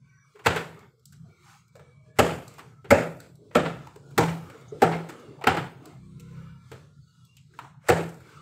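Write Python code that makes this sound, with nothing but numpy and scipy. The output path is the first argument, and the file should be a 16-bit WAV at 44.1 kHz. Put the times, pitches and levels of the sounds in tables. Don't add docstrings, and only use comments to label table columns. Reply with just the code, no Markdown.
import sys
import numpy as np
from scipy import signal
from scipy.fft import rfft, irfft, next_fast_len
from scipy.io import wavfile
from scipy.ndimage import uniform_filter1d, map_coordinates

SR = 44100
rng = np.random.default_rng(int(sys.argv[2]) if len(sys.argv) > 2 else 0)


def voltage_ratio(decibels):
    exponent = np.asarray(decibels, float) / 20
    return 10 ** exponent


def file_out(sig):
    cols = np.atleast_2d(sig).T
    lim = np.clip(cols, -1, 1)
    pcm = np.round(lim * 32767).astype(np.int16)
    wavfile.write(sys.argv[1], SR, pcm)


N = 370881


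def unit(x):
    return x / np.sqrt(np.mean(x ** 2) + 1e-20)


def along(points, hz, axis=1):
    table = np.transpose(points)
    return np.interp(np.log(hz + 1), np.log(table[0] + 1), table[axis])


def curves(rows):
    s, *cols = np.transpose(rows)
    return [np.interp(np.arange(N) / SR, s, c, left=c[0], right=c[-1]) for c in cols]


def wobble(rate_hz, count=N):
    knots = rng.standard_normal(int(count / SR * 1000) + 4)
    return map_coordinates(knots, [np.arange(count) * min(rate_hz, 999) / SR])


def noise(gain, count):
    m = next_fast_len(count)
    spectrum = rfft(rng.standard_normal(m)) * gain(np.fft.rfftfreq(m, 1 / SR))
    return unit(irfft(spectrum, m)[:count])


def shaped(points):
    return lambda hz: voltage_ratio(along(points, hz))


def add(track, s, sound):
    track[round(s * SR):][:len(sound)] += sound


# time_s, firing_hz
ENGINE = [(5.9, 31.2), (6.139, 31.86), (6.264, 32.88), (6.356, 32.5), (6.534, 33.15), (6.568, 33.2),
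          (6.65, 35.8), (6.699, 35.7)]
# firing_multiple, level_db
ORDERS_DB = [(2, 0), (3, -5), (4, 0.5), (5, 6), (6, -0.5), (7, -19), (8, -13), (9, -24), (11, -15.5),
             (14, -34), (15, -20)]
# freq_hz, density_db_per_hz
TRAFFIC = [(18, -70), (30, -45.5), (48, -32), (52, -28.5), (64, -10.5), (113, -2), (138, 3.5), (260, -23),
           (340, -44), (570, -120)]


def traffic(level_db):
    firing_hz, = curves(ENGINE)
    start, end = ENGINE[0][0], ENGINE[-1][0]
    near = .78 * np.interp(np.arange(N) / SR, [start, start + .15, end - .2, end], [0, 1, 1, 0])
    turn = 2 * np.pi * np.cumsum(firing_hz) / SR
    orders = unit(sum(voltage_ratio(db + 3.7 * wobble(3.6)) * np.sin(k * turn + k * k) for k, db in ORDERS_DB))
    rumble = voltage_ratio(2.5 * wobble(14)) * noise(shaped(TRAFFIC), count=N)
    return voltage_ratio(level_db) * (near * orders + (1 - near) * rumble)


# time_s, level_db
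ROAD = [(0, -56), (.33, -66.5), (.8, -48), (.98, -67), (1.2, -48.5), (1.4, -58.5), (2.1, -54), (3.1, -52.5),
        (3.5, -54), (4.0, -52.5), (4.4, -50.5), (5.2, -53), (5.9, -51.5), (6.0, -43), (6.4, -38.5),
        (6.7, -47.5), (7.1, -56.5), (8.41, -52.5)]
# peak_s, spread_s, drag_db, rustle_db, hiss_db
STROKES = [(.1, 0.069, -82, -73.5, -85.5), (.34, 0.11, -84.5, -75, -76), (.8, 0.074, -55, -59, -77),
           (1.15, 0.027, -71, -84, -74), (1.33, 0.1, -74, -79, -79), (1.519, 0.093, -86, -60, -63),
           (1.85, 0.11, -78.5, -82.5, -77.5), (2.08, 0.042, -68, -79, -79), (2.57, 0.15, -58.5, -60.5, -68),
           (3.249, .05, -56.5, -66, -70), (3.471, 0.094, -60, -96.5, -78.5), (3.86, 0.11, -61, -62, -69.5),
           (4.12, .1, -52.5, -74, -71), (4.55, 0.17, -53.5, -57, -66.5), (4.79, 0.064, -54.5, -64, -68.5),
           (5.17, 0.14, -50.5, -56.5, -67.5), (5.37, 0.092, -50.5, -68, -78),
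           (5.881, 0.085, -50.5, -58.5, -71), (6.1, 0.13, -81, -79, -76.5), (6.4, 0.16, -70, -64, -70),
           (6.75, 0.11, -80, -65.5, -67.5), (7.201, 0.26, -93, -93, -75), (7.621, 0.079, -64, -68, -67.5),
           (8.329, .12, -58.5, -57.5, -65.5)]
# drag_db, rustle_db, hiss_db
REST_DB = (-86, -82, -79.5)
# traffic_let_through_db, drag_db, rustle_db, hiss_db
SLIDE_DB = (-26.5, -36.5, -30.5, -45.5)
SLIDE_S, SLIDE_T60_S = 0.12, 0.38


def handling():
    t = np.arange(N) / SR
    gains = np.array([voltage_ratio(curves(ROAD)[0]), *(np.full(N, voltage_ratio(db)) for db in REST_DB)])
    for s, _, thud_db, *_ in BLOWS:
        since = np.maximum(t - s, 0)
        swell = np.minimum(since / SLIDE_S, 1) ** 3
        decay = voltage_ratio(-60 * np.maximum(since - SLIDE_S, 0) / SLIDE_T60_S)
        gains += voltage_ratio(thud_db + np.c_[list(SLIDE_DB)]) * swell * decay
    for s, spread, *levels_db in STROKES:
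        gains[1:] += voltage_ratio(np.c_[levels_db]) * np.exp(-((t - s) / spread) ** 2)
    return gains


def patchy(x, patchy_db, size):
    z = signal.stft(x, nperseg=512)[2]
    field = uniform_filter1d(rng.standard_normal(z.shape), size=size[0], axis=0)
    field = uniform_filter1d(field, size=size[1], axis=1)
    return unit(signal.istft(z * voltage_ratio(patchy_db * unit(field)), nperseg=512)[1][:N])


# freq_hz, density_db_per_hz
DRAG = [(140, -41), (230, -12), (300, -8), (437, -3), (577, -15.5), (950, -20.5), (1240, -49.5),
        (2090, -120)]
RUSTLE = [(560, -32.5), (950, -1), (1330, 3.5), (1930, -10), (2120, -1.5), (3600, -14), (4680, -46.5),
          (7920, -120)]
HISS = [(1760, -29.5), (3000, -11), (3350, -3.5), (3870, -2.5), (5700, -6), (7770, -5), (10800, -17.5),
        (15600, -18.5)]


def around():
    drag = patchy(noise(shaped(DRAG), count=N), patchy_db=4.5, size=(2, 20))
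    rustle = patchy(noise(shaped(RUSTLE), count=N), patchy_db=4, size=(2, 24))
    hiss = patchy(noise(shaped(HISS), count=N), patchy_db=2, size=(4, 30))
    return np.sum(handling() * [traffic(0), drag, rustle, hiss], axis=0)


# start_s, length_s, centre_hz, level_db
LEAKS = [(0.01, 0.34, 1113, -75), (0.01, 0.34, 1540, -76), (0.0, 0.44, 2280, -72),
         (0.075, 0.22, 5850, -77.5), (0.926, 0.093, 450, -73), (1.246, 0.2, 1390, -73),
         (1.27, 0.3, 2292, -77), (1.64, .56, 2292, -75), (1.75, .2, 480, -69), (1.72, .2, 1300, -74),
         (1.76, .17, 1700, -75), (2.08, .11, 450, -68), (1.94, .08, 1080, -76), (.34, .11, 420, -62),
         (.17, .13, 1650, -73), (.36, .1, 1080, -66), (1.24, .08, 690, -70), (1.3, 0.06, 5100, -80),
         (1.26, 0.26, 350, -69), (1.449, 0.13, 814, -67.5), (2.05, 0.14, 1700, -75),
         (1.936, 0.34, 621, -68.5), (2.704, 0.17, 1313, -71.5), (3.372, 0.19, 432, -62),
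         (4.028, 0.1, 1416, -68.5), (4.68, 0.031, 6450, -62), (0.1, 0.14, 1914, -78),
         (5.948, 0.77, 2332, -77.5), (6.1, 0.52, 1040, -75), (6.099, 0.66, 1362, -72.5),
         (6.15, 0.35, 465, -64), (6.255, 0.78, 1710, -81), (6.304, 0.324, 2850, -78.5),
         (6.76, 0.25, 1384, -76), (7.02, .2, 1450, -75), (7.03, .25, 1320, -76), (6.22, .36, 1480, -72),
         (6.3, .36, 940, -73), (6.02, .1, 1120, -74), (6.15, .1, 420, -66), (6.3, .2, 540, -69),
         (1.85, 0.31, 1210, -83), (7.032, 0.26, 3380, -81), (7.06, 0.22, 2900, -79), (7.25, .2, 2800, -80),
         (7.05, .2, 3800, -84), (7.479, 0.087, 367, -71.5), (7.0, .13, 4430, -77), (7.12, 0.12, 4880, -80)]
LEAK_WIDTH_HZ, LEAK_WIDTH_SHARE, LEAK_BRIEF_S = 20, .008, .09


def leaks():
    out = np.zeros(N + SR)
    for s, length, centre_hz, db in LEAKS:
        width_hz = (LEAK_WIDTH_HZ + LEAK_WIDTH_SHARE * centre_hz) * (1 + (LEAK_BRIEF_S / length) ** 2)
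        span = round(length * SR)
        line = noise(lambda f: np.exp(-((f - centre_hz) / width_hz) ** 2), count=span)
        flicker = voltage_ratio(2.5 * wobble(18, count=span) + 2 * wobble(6, count=span))
        add(out, s, voltage_ratio(db + 1.5) * line * flicker * signal.windows.tukey(span, .3))
    return out[:N]


# freq_hz, t60_s, level_db
YARD = [(150, 0.6, -0.5), (494, 0.47, -0.5), (2000, 0.41, -1.5), (7700, 0.46, -1.5), (15100, 0.94, -12.5)]


def yard(x, smear, wet_db=0):
    hz, t, z = signal.stft(rng.standard_normal(SR * 3 // 4), SR, nperseg=512)
    energy = np.abs(rfft(x, 8192)) ** 2
    fine, broad = (uniform_filter1d(energy, size=bins)[::16] for bins in (44, 200))
    power = np.where(hz < 1500, fine, broad)
    t60 = along(YARD, hz)
    level = voltage_ratio(wet_db + along(YARD, hz, axis=2))
    level = level * np.sqrt(np.abs(power) / (t60 * SR / (6 * np.log(10))))
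    out = signal.istft(z * level[:, None] * voltage_ratio(-60 * t / t60[:, None]), SR, nperseg=512)[1]
    onset = 1 - np.exp(-(np.arange(len(out)) / SR / smear) ** 2)
    out *= onset * voltage_ratio(1.3 * wobble(150, count=len(out)))
    out[:len(x)] += x
    return out


def burst(t, db, hz, rise):
    u = np.maximum(t / rise + 1, 0)
    return voltage_ratio(db) * u * np.exp(1 - u) * np.sin(2 * np.pi * hz * rise * u)


# freq_hz, density_db_per_hz
SMACK = [(530, -22.5), (900, -3), (1070, -10), (1330, -4), (1890, -10.5), (2440, -12), (4500, -25),
         (5850, -40), (9900, -120)]
SPRAY = [(2350, -28), (4000, -6), (6400, -8.5), (7800, -2.5), (9400, -14), (14700, -11), (15800, -20),
         (16500, -62.5)]


def contact(hold, t60, thud_db, smack_db, spray_db, body, lumps_db, rise):
    t = np.arange(SR // 6) / SR
    folds = voltage_ratio(lumps_db * wobble(260, count=len(t)))

    def fall(slow, soft):
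        return (1 - np.exp(-t / (soft * rise))) * voltage_ratio(-60 * np.maximum(t - slow * hold, 0) / (slow * t60))

    thud = voltage_ratio(thud_db) * fall(1.2, 2.0) * noise(body, count=len(t))
    smack = voltage_ratio(smack_db) * fall(0.78, 0.76) * noise(shaped(SMACK), count=len(t))
    spray = voltage_ratio(spray_db) * fall(0.74, 0.11) * noise(shaped(SPRAY), count=len(t))
    return thud + folds * (smack + spray)


# start_s, smack_db, thud_db,
# spray_db, pocket_hz
FLOPS = [(0.3531, -48, -50.5, -70, 430), (0.39, -38, -49.5, -61.5, 405), (0.5602, -14, -22.5, -36.5, 450),
         (1.7526, -48, -43, -60, 560), (1.792, -46.5, -50, -67, 462), (2.5815, -31.5, -40.5, -48, 865),
         (2.843, -36.5, -38.5, -61.5, 392), (3.508, -46, -46, -74, 520), (4.1065, -48, -52, -60.5, 468),
         (5.088, -29, -34, -45, 330), (5.4113, -33, -34, -58, 750), (5.5669, -17.5, -25.5, -42, 340),
         (6.7148, -31.5, -33.5, -52, 417), (7.84, -68, -52, -85, 539)]
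# start_s,
# smack_db, thud_db, spray_db, pocket_hz
PATS = [(0.453, -25, -39, -54.5, 900), (3.548, -21, -36, -46, 900), (4.817, -26.5, -37.5, -44.5, 900),
        (7.9011, -9.5, -20, -44, 500), (2.4787, -50, -54, -45.5, 470), (2.5397, -51, -47, -54.5, 484),
        (3.8688, -42, -39, -56, 920), (3.958, -44.5, -38.5, -56, 424), (4.499, -32.5, -49, -51, 523),
        (4.5467, -41, -35, -74, 436), (4.7211, -54.5, -29.5, -71, 428), (5.39, -57, -43, -72, 866),
        (5.4392, -16.5, -28, -40, 450), (5.8557, -41, -51, -45, 446), (7.5886, -22, -35, -44.5, 960),
        (7.646, -38, -39, -66, 900), (7.9911, -22, -22, -48, 390)]
# start_s, plop_db, plop_hz, spray_db
DRIPS = [(0.79, -75, 3000, -58), (0.995, -85, 3030, -64), (1.13, -56, 2650, -62), (8.09, -66, 3000, -50),
         (1.0544, -72, 3440, -45), (1.1235, -52, 1450, -50), (1.6797, -83, 2000, -62),
         (3.168, -77, 2000, -58), (3.2013, -42, 1500, -49.5), (3.354, -76, 1405, -57.5),
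         (4.6086, -58, 1300, -61), (5.1959, -53, 1300, -59), (6.197, -49, 2600, -46),
         (7.2494, -62, 4300, -57), (7.368, -48, 2900, -52), (7.537, -50, 1520, -64),
         (8.143, -51, 1410, -56), (8.2038, -48.5, 1410, -53), (8.292, -51, 1403, -60)]
# flops_s, pats_s, drips_s
RISES_S = (0.0055, .002, 0.0033)
FLOP_T60_S, PAT_T60_S, DRIP_T60_S = 0.14, .038, 0.05
DRIP_SMACK_DB = -9.5
PLOP_DB, PLOP_CYCLES = -4, 2.2


def flops():
    out = np.zeros(N + SR)
    drips = [(s, plop + DRIP_SMACK_DB, plop, spray, hz) for s, plop, hz, spray in DRIPS]
    kinds = zip((FLOPS, PATS, drips), (FLOP_T60_S, PAT_T60_S, DRIP_T60_S), RISES_S)
    for rows, t60, rise in kinds:
        for s, smack_db, thud_db, spray_db, pocket_hz in rows:
            pocket = lambda f: (f / (pocket_hz ** 2 - f * f + .36j * f * pocket_hz)) ** 2
            hit = contact(0.0027, t60, thud_db - 5, smack_db - 9.5, spray_db - 3.5, pocket,
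                          lumps_db=3.0, rise=rise)
            swell = PLOP_CYCLES / pocket_hz
            plop = burst(np.arange(len(hit)) / SR - swell, thud_db + PLOP_DB, pocket_hz, swell)
            add(out, s, yard(hit + plop, smear=.006, wet_db=-2))
    return out[:N]


# peak_s, spread_s, level_db
SWISHES = [(0.454, 0.01, -42.5), (1.51, 0.055, -60), (2.18, 0.016, -52.5), (2.897, 0.01, -58.5),
           (3.544, 0.018, -59.5), (4.17, .012, -61.5), (4.813, .012, -52.5), (7.861, .04, -59.5),
           (7.883, 0.0136, -46.5)]
# freq_hz, density_db_per_hz
SWISH = [(400, -42.5), (700, -3), (1300, 3.5), (2500, -4), (4000, -13), (8000, -14), (15000, -27.5)]


def swishes():
    t = np.arange(N) / SR
    speed = sum(voltage_ratio(db) * np.exp(-((t - s) / spread) ** 2) for s, spread, db in SWISHES)
    return speed * noise(shaped(SWISH), count=N)


# freq_hz, end_s (suppressor has shut the ring by 60 dB), rise_s
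BARREL = [(165.7, 0.3768, 0.0067), (121.7, 0.1043, .006)]
# start_s, upper_mode_db, lower_mode_db
BOOMS = [(0.457, -34, -29), (2.185, -32, -24), (2.9, -31.5, -22.5), (3.554, -31.5, -35),
         (4.174, -23.5, -23), (4.832, -26, -34), (5.468, -33.5, -32), (7.89, -27, -25.5)]


def barrel():
    out, t = np.zeros(N + SR), np.arange(SR // 2) / SR
    for s, *levels_db in BOOMS:
        for db, (hz, end, rise) in zip(levels_db, BARREL):
            level = (1 - np.exp(-t / rise)) * voltage_ratio(db - 60 * (t / end) ** 3)
            add(out, s, level * np.sin(2 * np.pi * hz * t))
        puff = noise(lambda f: np.exp(-((f - 92) / 22) ** 2), count=len(t))
        add(out, s, (1 - np.exp(-t / 0.0067)) * voltage_ratio(levels_db[1] - 1.0 - 60 * t / 0.37) * puff)
    return out[:N]


# freq_hz, width_hz, level_db
SLAB = [(238.4, 9.8, 3.5), (500, 170, -5.5), (814, 81, -5)]


def slab(f):
    modes = sum((-1) ** k * voltage_ratio(db) * 1j * f * w / (c * c - f * f + 1j * f * w)
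                for k, (c, w, db) in enumerate(SLAB))
    return modes / (1 + (f / 1100) ** 4) / (1 + (180 / (f + 1)) ** 4)


# start_s, smack_db, thud_db, spray_db, contact_s
BLOWS = [(0.46, -6, -16.5, -30, 0.016), (2.1868, -7.5, -13, -25, 0.016), (2.9049, -10.5, -12, -29, 0.018),
         (3.5524, -5, -11.5, -29.5, 0.003), (4.1778, -10, -15.5, -27, 0.011),
         (4.8197, -6.5, -11, -29, 0.0065), (5.4685, -5, -14, -30, 0.0056), (7.8852, -12, -15, -29.5, 0.021)]
# freq_hz, level_db, t60_s
STONE = [(253, -2, .2), (369, -2, .17), (468, -1, 0.33), (526, -16, .15), (596, -11, .15), (820, -5, .12),
         (1324, -8, 0.11), (2084, -13, .07)]
# peak_s, level_db, pitch_hz, width_ms
POCKETS = [(0.4623, -13.1, 2360, 1.4), (0.4657, -16.1, 470, 11.9), (0.468, -15.1, 940, 5.6),
           (0.4723, -19.6, 3350, 2.2), (0.4834, -21.5, 880, 12.9), (0.4869, -26.2, 2530, 1.9),
           (2.1883, -14.5, 2050, 4.7), (2.1914, -15.3, 2910, 1.4), (2.1928, -14.8, 1440, 4.7),
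           (2.1966, -16.5, 2910, 3.0), (2.2001, -15.9, 2530, 1.7), (2.2037, -14.3, 1250, 5.3),
           (2.908, -14.9, 2050, 5.9), (2.912, -14.9, 2200, 6.0), (2.9121, -14.5, 1340, 5.7),
           (2.9169, -15.0, 1440, 3.2), (2.92, -10.2, 580, 20.5), (2.9302, -10.8, 540, 24.0),
           (3.5565, -17.6, 3130, 1.2), (3.5573, -14.6, 760, 5.5), (3.5599, -15.9, 1250, 6.1),
           (3.5683, -18.4, 620, 19.1), (3.5713, -27.8, 2360, 1.9), (3.5867, -24.2, 1540, 2.5),
           (4.1804, -22.5, 2360, 1.4), (4.1856, -16.4, 1910, 1.9), (4.189, -14.8, 820, 13.1),
           (4.2008, -20.9, 820, 21.7), (4.208, -20.2, 940, 13.3), (4.22, -20.6, 660, 6.8),
           (4.8222, -18.9, 1660, 2.8), (4.8261, -14.7, 820, 15.9), (4.8262, -22.2, 2720, 1.4),
           (4.828, -11.8, 470, 8.3), (4.8328, -14.1, 760, 12.8), (4.8404, -15.9, 1340, 6.4),
           (5.4715, -20.6, 2720, 2.1), (5.4735, -13.8, 820, 14.3), (5.4741, -16.7, 1340, 3.3),
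           (5.4765, -20.6, 2050, 2.7), (5.4794, -21.6, 3130, 3.1), (5.4824, -14.6, 760, 14.4),
           (7.8908, -11.6, 1780, 2.3), (7.9021, -15.7, 760, 10.1), (7.9026, -22.7, 2530, 1.9),
           (7.9048, -23.6, 3600, 1.0), (7.9069, -19.9, 1540, 3.0), (7.9115, -14.4, 470, 12.2),
           (2.1915, -9, 450, 7), (2.202, -10, 610, 7), (2.234, -18, 250, 9), (2.195, -16, 790, 14),
         (2.915, -9, 440, 6), (2.922, -12, 248, 22), (2.924, -15, 824, 14), (3.562, -15, 242, 14),
         (4.186, -13, 380, 6), (4.194, -16, 300, 8), (5.475, -14, 430, 10), (7.902, -12, 420, 4),
         (7.93, -18, 474, 22), (4.836, -12, 400, 12)]
SETTLE_S, SETTLE_PER_CONTACT = 0.11, 3.7
BLOW_RISE_S = .0016
WIDTH_PER_RISE, LONGEST_MS = 2900, 14


def blows():
    out, t = np.zeros(N + SR), np.arange(SR // 4) / SR
    for s, smack_db, thud_db, spray_db, hold in BLOWS:
        t60 = SETTLE_S - SETTLE_PER_CONTACT * hold
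        hit = contact(hold, t60, thud_db - 6.5, smack_db - 11, spray_db - 1.8, slab,
                      lumps_db=2.5, rise=BLOW_RISE_S)
        since = np.arange(len(hit)) / SR
        air = sum(burst(since + s - at, db - 0.3, hz, min(ms, LONGEST_MS) / WIDTH_PER_RISE)
                  for at, db, hz, ms in POCKETS if abs(at - s) < SLIDE_S)
        air = air * (1 - np.exp(-since / BLOW_RISE_S))
        add(out, s, yard(hit + air, smear=0.009, wet_db=-1.1))
        echo = contact(0.011, 0.13, thud_db - 16, smack_db - 20.5, spray_db - 30.5, slab,
                       lumps_db=2.5, rise=0.023)
        add(out, s + .095, yard(echo, smear=0.0077))
        ring = sum(voltage_ratio(db + rng.normal(0, 3) - 60 * t / last) * np.sin(2 * np.pi * (hz * t + rng.random()))
                   for hz, db, last in STONE)
        add(out, s, voltage_ratio(thud_db - 9.5) * (1 - np.exp(-t / .005)) * ring)
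    return out[:N]


def scene():
    return (around() + leaks() + flops() + swishes() + barrel() + blows())[None]


# freq_hz, level_db_per_bin
SHUT = [(200, -125), (400, -103), (1000, -99), (3000, -97.5), (8000, -102), (15000, -108)]


def suppress(x, depth_db, unsure_db):
    hz, _, z = signal.stft(x, SR, nperseg=1024)
    power = uniform_filter1d(uniform_filter1d(np.abs(z) ** 2, size=7, axis=1), size=5, axis=2)
    drift = uniform_filter1d(rng.standard_normal(z.shape), size=5, axis=1)
    drift = uniform_filter1d(drift, size=22, axis=2)
    threshold_db = along(SHUT, hz)[:, None] + unsure_db * unit(drift)
    over = (np.abs(power) / voltage_ratio(2 * threshold_db)) ** 2
    gain = (over + voltage_ratio(depth_db)) / (over + 1) / (1 + (48 / (hz[:, None] + 1)) ** 4)
    gain *= np.where(hz > 15750, voltage_ratio(-16), 1)[:, None]
    return signal.istft(z * gain, SR, nperseg=1024)[1][:, :N]


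def top_cut(x):
    return signal.sosfilt(signal.butter(12, 16810, fs=SR, output="sos"), x)


def record(dry):
    clean = suppress(dry, depth_db=-14, unsure_db=7)
    held = clean / (1 + np.abs(clean / 1.2) ** 4) ** (1 / 4)
    return top_cut(held)


dry = scene()
out = record(dry)
file_out(out)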